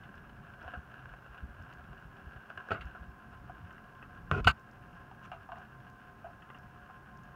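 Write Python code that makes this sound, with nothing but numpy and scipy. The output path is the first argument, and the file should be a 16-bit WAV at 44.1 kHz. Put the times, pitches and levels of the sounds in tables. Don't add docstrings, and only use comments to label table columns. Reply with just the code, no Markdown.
import sys
import numpy as np
from scipy import signal
from scipy.fft import rfft, irfft, next_fast_len
from scipy.io import wavfile
from scipy.ndimage import uniform_filter1d, map_coordinates

SR = 44100
rng = np.random.default_rng(int(sys.argv[2]) if len(sys.argv) > 2 else 0)


def store_pcm(level_fs):
    pcm = np.round(np.clip(level_fs, -1, 1) * 32767).astype(np.int16)
    wavfile.write(sys.argv[1], SR, np.atleast_2d(pcm).T)


N = 324135
TIME = np.arange(N) / SR
HIT = 8192
TURN_MIDDLE_S, TURN_LENGTH_S = 2.8, 0.73

# f/Hz, gain/dB
TOY_SHELL = [(300, -16), (620, -9.5), (720, 1), (860, -14.5), (1040, -1), (1190, -8), (1350, 1),
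             (1640, 4.5), (1800, -11), (2100, -22.5), (2780, -10.5), (3150, -19.5), (3700, -30),
             (7000, -47)]


def toy_motor(shaft_hz=43.7, pinion_teeth=6, wobble=0.004):
    # t/s, relative level/dB
    whir_levels = [(0.0, -56.5), (0.37, -60.5), (0.57, -56.5), (2.19, -60), (2.83, -54.5), (3.13, -60),
                   (7.35, -60.5)]
    # f/Hz, level/dB
    hum_partials = [(129.6, -64), (175, -70), (220, -68), (262, -88), (393, -74), (567, -77), (1550, -69),
                    (1642, -70), (5330, -100)]
    # f/Hz, relative level/dB
    whine_partials = [(721, -4.5), (818, -17.5), (1049, 0), (1152, -23)]
    motor_time = np.cumsum(1 + wobble * (wander(9) + wander(1.5)) / 2) / SR
    turns = shaft_hz * motor_time
    backlash = 0.16 * wander(130)
    meshes = np.diff(np.floor(turns * pinion_teeth + backlash), prepend=0)
    teeth = unit(meshes * undb(rng.uniform(-14, 0, N)))
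    rubbing = undb(-1) * rng.standard_normal(N)
    eccentric = 1 + 0.17 * np.cos(4 * np.pi * turns)
    load = eccentric * undb(2.5 * wander(24))
    whir = unit(colour((teeth + rubbing) * load, TOY_SHELL))
    whir *= undb(np.interp(TIME, *np.transpose(whir_levels)) + 1)
    hum = sum(undb(db) * partial(hz * motor_time, spread=0.61, rate_hz=18) for hz, db in hum_partials)
    whine = sum(undb(db) * partial(hz * motor_time, spread=0.55, rate_hz=17)
                for hz, db in whine_partials)
    whine_db = -72.5 + 8.5 * turned(TIME)
    return whir + hum + whine * undb(whine_db)


def partial(cycles, spread, rate_hz):
    flutter = 1 + spread * (wander(rate_hz) + 1j * wander(rate_hz))
    return np.sqrt(2) * unit(np.abs(flutter)) * np.sin(2 * np.pi * cycles + np.angle(flutter))


def toy_taps():
    # t/s, level/dB, rattle decay/s
    taps = [(.142, -47.5, 0.004), (0.635, -46.5, 0.029), (.679, -39, 0.0077), (.737, -38, .018),
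            (.942, -42.5, 0.00076), (1.057, -43, 0.0015), (1.138, -48, 0.0067), (1.263, -46.5, 0.0026),
            (1.345, -49, 0.006), (1.931, -47.5, 0.0046), (2.362, -47.5, 0.011), (2.502, -40, 0.0075),
            (2.575, -36, 0.0042), (2.582, -48, 0.013), (2.601, -42.5, .0095), (2.688, -39.5, 0.01),
            (2.95, -42.5, 0.016)]
    out = np.zeros(N)
    for s, db, rattle_s in taps:
        tilt = 1 - 1.56 * np.log2(rattle_s / 0.0021)
        add(out, s, colour(contact(rattle_s, chatter=0.092), TOY_SHELL, tilt), db)
    return out


def wand_rattle(count=64):
    out = np.zeros(N)
    for k, (when, softness) in enumerate(rng.random((count, 2))):
        s = (k + when) / count * N / SR
        db = -51 - 5.5 * turned(s) - 5 * softness
        add(out, s, colour(contact(0.0054, chatter=0.22), TOY_SHELL, tilt_db_per_octave=3.5), db)
    return out


def gate_taps(scuff_db=2):
    # t/s, level/dB, rattle decay/s
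    taps = [(3.496, -41.5, .0044), (5.114, -46, 0.0085), (5.317, -39, 0.024), (5.490, -42.5, 0.014),
            (5.519, -37.5, 0.012), (5.569, -47.5, 0.025), (6.244, -42, 0.038), (6.899, -49, 0.0038)]
    # f/Hz, relative level/dB, t60/s
    modes = [(694, 3.5, 0.067), (736, -3, 0.048), (795, -14, 0.017), (982, -3.5, 0.1), (1125, 1, 0.032),
             (1242, 2.5, 0.065), (1520, -3, 0.064), (1780, -19, 0.012), (2760, -5, 0.021),
             (3130, -13, 0.033), (4330, -39, 0.0091)]
    # f/Hz, gain/dB
    scuff = [(300, -26), (560, -11), (700, 10.5), (900, -1.5), (1150, -5), (1600, -1.5), (2000, -22),
             (2800, -8), (3500, -29), (8000, -43)]
    out = np.zeros(N)
    for s, db, rattle_s in taps:
        push = contact(rattle_s, chatter=0.048)
        tap = unit(ring(push, modes)) + undb(scuff_db) * unit(colour(push, scuff))
        add(out, s, colour(tap, [(400, -22), (650, 0.5), (6000, -11)]), db)
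    return out


def fur_brush():
    # t/s, length/s, level/dB
    brush = [(5.22, 0.04, -53.5)]
    # f/Hz, gain/dB
    fur = [(500, -5), (1400, 12), (2000, -6), (2800, 6), (4200, -20), (6000, -13), (8000, -24),
           (14000, -30)]
    return unit(colour(rng.standard_normal(N), fur)) * strokes(brush, attack_s=0.035, sag_db_per_s=0)


def claw_scratches(ring_hz=2735):
    # t/s, level/dB
    scratches = [(3.707, -49.5), (3.78, -48.5), (4.026, -46), (5.557, -50), (6.422, -52), (6.501, -46),
                 (6.546, -50.5)]
    # f/ring_hz, gain/dB
    claw = [(.22, -2), (.44, 10.5), (.7, 6.5), (.84, -15), (1.0, 8), (1.2, -9), (1.45, -31), (3.3, -35)]
    out = np.zeros(N)
    for s, db in scratches:
        add(out, s, colour(contact(0.0044, chatter=0.7), np.array(claw) * [ring_hz, 1]), db)
    return out


def case_knocks(ring_db=-3):
    # t/s, level/dB, rattle decay/s, treble tilt/(dB per octave)
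    knocks = [(2.707, -30, 0.011, -3), (2.717, -23.5, .013, -6), (2.746, -37, 0.027, -6),
              (2.81, -45, 0.012, 8.5), (4.3137, -19, 0.00053, 2.5), (4.446, -33.5, 0.003, 9),
              (4.470, -26, 0.0012, -7.5), (4.4727, -13, 0.0059, -1.5), (4.479, -24.5, 0.0095, -2.5),
              (4.498, -30.5, 0.0098, -1.5)]
    # f/Hz, relative level/dB, t60/s
    modes = [(430, -15.5, 0.04), (672, -6, 0.062), (900, 7.5, 0.0072), (1196, 3, 0.02), (1270, 8, 0.014),
             (1509, 7, 0.027), (1532, 3.5, 0.073), (1900, -7, 0.058), (2180, -5.5, 0.032),
             (2480, -13, 0.027), (2830, -11, 0.023), (2925, -1, 0.028), (3750, -24, 0.033),
             (3700, -15, 0.021), (4770, -16, 0.016), (6900, -37, .04)]
    # f/Hz, gain/dB
    click = [(150, -4), (300, -19), (420, -13), (800, -20.5), (1150, -1), (1450, 6), (1760, -28),
             (2000, -15), (2750, -5.5), (3300, -13), (4300, -24), (5700, -34.5), (7100, -36), (15000, -49)]
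    body = [(60, -7.5), (200, 7.5), (600, 6), (1500, 5.5), (15000, -6)]  # f/Hz, gain/dB
    out = np.zeros(N)
    for s, db, rattle_s, tilt in knocks:
        push = contact(rattle_s, chatter=0.12)
        knock = unit(colour(push, click)) + undb(ring_db) * unit(ring(push, modes))
        add(out, s, colour(knock, body, tilt), db)
    return out


def hand_thumps(swell_cycles=0.67, flesh_db=-11):
    # t/s, level/dB, f/Hz
    thumps = [(0.655, -42.5, 75.6), (0.768, -38.5, 66.4), (1.425, -33.5, 66), (1.596, -43, 75.5),
              (2.261, -39, 65), (2.352, -44.5, 58.5), (2.713, -42, 96), (2.845, -36, 61.3),
              (3.002, -41.5, 64), (3.078, -41.5, 64), (3.637, -43, 99), (4.312, -27.5, 84),
              (4.365, -34, 79), (4.401, -31, 49), (4.456, -21.5, 85), (4.473, -26.5, 63.6)]
    flesh_colour = [(20, -7.5), (60, -13.5), (150, 1.5), (300, -21.5), (1500, -65)]  # f/Hz, gain/dB
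    out = np.zeros(N)
    for s, db, hz in thumps + fidgets():
        age = TIME[:HIT] * hz / swell_cycles
        flesh = undb(flesh_db) * unit(colour(rng.standard_normal(HIT), flesh_colour))
        add(out, s, age * np.exp(-age) * (np.sin(2 * np.pi * hz * TIME[:HIT]) + flesh), db)
    return out


def fidgets(count=12, from_s=0.9, db=-47.5, hz=70):
    step_s = (TURN_MIDDLE_S - from_s) / count
    return [(from_s + (k + when) * step_s, db + 3.5 * (2 * force - 1), hz * 2 ** (pitch - 0.5))
            for k, (when, force, pitch) in enumerate(rng.random((count, 3)))]


def finger_slide():
    # t/s, length/s, level/dB
    slide = [(4.312, 0.097, -32)]
    # f/Hz, gain/dB
    spectrum = [(59, -24), (100, 3), (339, -13.5), (416, -4.5), (545, -20.5), (698, -10), (914, -27),
                (1030, -9.5), (1170, -19.5), (1440, -5), (1660, -30), (2270, -28), (2570, -19.5),
                (3650, -43), (14000, -62.5)]
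    return rub(slide, spectrum, sag_db_per_s=52)


def port_rasp():
    # t/s, length/s, level/dB
    rasps = [(2.715, 0.039, -43.5), (4.442, 0.027, -43), (4.469, 0.047, -21)]
    # f/Hz, gain/dB
    spectrum = [(500, -11.5), (1200, 11.5), (1480, 13), (1750, -5), (2800, 12), (3400, -10), (4500, 0.5),
                (5600, -26.5), (7000, -12.5), (9500, -24), (15000, -30)]
    return rub(rasps, spectrum, sag_db_per_s=458)


def faint_ticks(count=14, db=-68, spread_db=2):
    # f/Hz, gain/dB
    spectrum = [(1000, -25), (3500, -6), (5200, 8), (7000, 0), (9000, -14), (15000, -7)]
    out = np.zeros(N)
    for when, force in rng.random((count, 2)):
        tick = colour(contact(0.0004, chatter=0.25), spectrum)
        add(out, when * N / SR, tick, db + spread_db * (2 * force - 1))
    return out


def walls(x, t60_s=0.077, wet_db=-9):
    age = TIME[:2 * HIT]
    tail = rng.standard_normal(len(age)) * np.exp(-np.log(1000) * age / t60_s) * (age > 0.006)
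    response = colour(unit(tail) / np.sqrt(len(age)), [(2000, 0), (10000, -0.5)])
    return x + undb(wet_db) * signal.fftconvolve(x, response)[:N]


def room_tone(level_db=-56.5, swell_db=3):
    # f/Hz, relative spectral density/dB
    spectrum = [(15, -15.5), (30, -4), (55, -0.5), (130, -2), (200, -5), (300, -10), (500, -16),
                (1200, -12.5), (2200, -26.5), (3800, -38), (7500, -42), (15500, -40.5)]
    air = unit(colour(rng.standard_normal(N), spectrum))
    rumble = signal.sosfiltfilt(signal.butter(2, 250, fs=SR, output="sos"), air)
    return undb(level_db) * (air + rumble * (undb(swell_db * wander(4.47)) - 1))


def contact(rattle_s, chatter):
    push = chatter * rng.standard_normal(HIT) * rng.exponential(size=HIT)
    push *= np.exp(-TIME[:HIT] / rattle_s)
    push[0] += 1
    return push


def ring(push, modes, scatter_db=1):
    hz, db, t60 = np.transpose(modes)[:, :, None]
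    weight = undb(db + scatter_db * rng.standard_normal(hz.shape)) * rng.choice([-1, 1], hz.shape)
    response = weight * np.sin(2 * np.pi * hz * TIME[:HIT]) * np.exp(-np.log(1000) * TIME[:HIT] / t60)
    return signal.fftconvolve(push, response.sum(0))[:HIT]


def rub(rows, spectrum, sag_db_per_s, slip_db=5):
    slips = rng.standard_normal(N) * undb(slip_db * rng.standard_normal(N))
    return unit(colour(slips, spectrum)) * strokes(rows, attack_s=0.0035, sag_db_per_s=sag_db_per_s)


def strokes(rows, attack_s, sag_db_per_s, lift_db_per_s=3998):
    out = np.zeros(N)
    for s, length_s, db in rows:
        age = np.clip(TIME - s, 0, 1)
        sag_db = sag_db_per_s * np.maximum(age - attack_s, 0)
        lift_db = lift_db_per_s * np.maximum(age - length_s, 0)
        out += np.minimum(age / attack_s, 1) * undb(db - np.minimum(sag_db + lift_db, 200))
    return out


def turned(s):
    return np.clip(0.5 + (s - TURN_MIDDLE_S) / TURN_LENGTH_S, 0, 1)


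def colour(x, points, tilt_db_per_octave=0):
    size = 2 * next_fast_len(len(x))
    hz = np.maximum(np.arange(size // 2 + 1) * SR / size, 1)
    corners, db = np.transpose(points)
    octaves = np.log2(np.clip(hz, 600, 3600) / 1500)
    gain_db = np.interp(np.log(hz), np.log(corners), db) + tilt_db_per_octave * octaves
    cepstrum = irfft(np.log(undb(gain_db)))
    cepstrum[1:size // 2] *= 2
    cepstrum[size // 2 + 1:] = 0
    return irfft(rfft(x, size) * np.exp(rfft(cepstrum)))[:len(x)]


def add(out, s, sound, db):
    start = max(int(s * SR), 0)
    loudest = np.sqrt(uniform_filter1d(sound ** 2, size=176).max())
    out[start:start + len(sound)] += (undb(db) * sound / loudest)[:N - start]


def wander(rate_hz):
    steps = rng.standard_normal(1024)
    coarse = TIME[::32]
    return np.interp(TIME, coarse, map_coordinates(steps, [coarse * rate_hz], order=3, mode="wrap"))


def undb(db):
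    return 10 ** (np.asarray(db) / 20)


def unit(x):
    return x / np.sqrt(np.mean(x ** 2))


def scene():
    motor = toy_motor()
    play = toy_taps() + wand_rattle() + gate_taps() + fur_brush() + claw_scratches()
    in_room = walls(play + faint_ticks())
    handling = case_knocks() + hand_thumps() + finger_slide() + port_rasp()
    return (motor + in_room + handling + room_tone())[None]


def record(dry, low_cut_hz=28, top_hz=15700):
    # f/Hz, gain/dB
    port = [(4900, -0.5), (5300, 2), (5700, 0.5), (7100, -0.5), (7800, -3.5), (8800, -1.5), (9700, 0),
            (10400, -7), (11500, -2.5)]
    low_cut = signal.butter(2, low_cut_hz, "highpass", fs=SR, output="sos")
    high_cut = signal.ellip(10, 0.1, 80, top_hz, fs=SR, output="sos")
    return signal.sosfilt(high_cut, signal.sosfilt(low_cut, colour(dry[0], port)))[None]


dry = scene()
out = record(dry)
store_pcm(out)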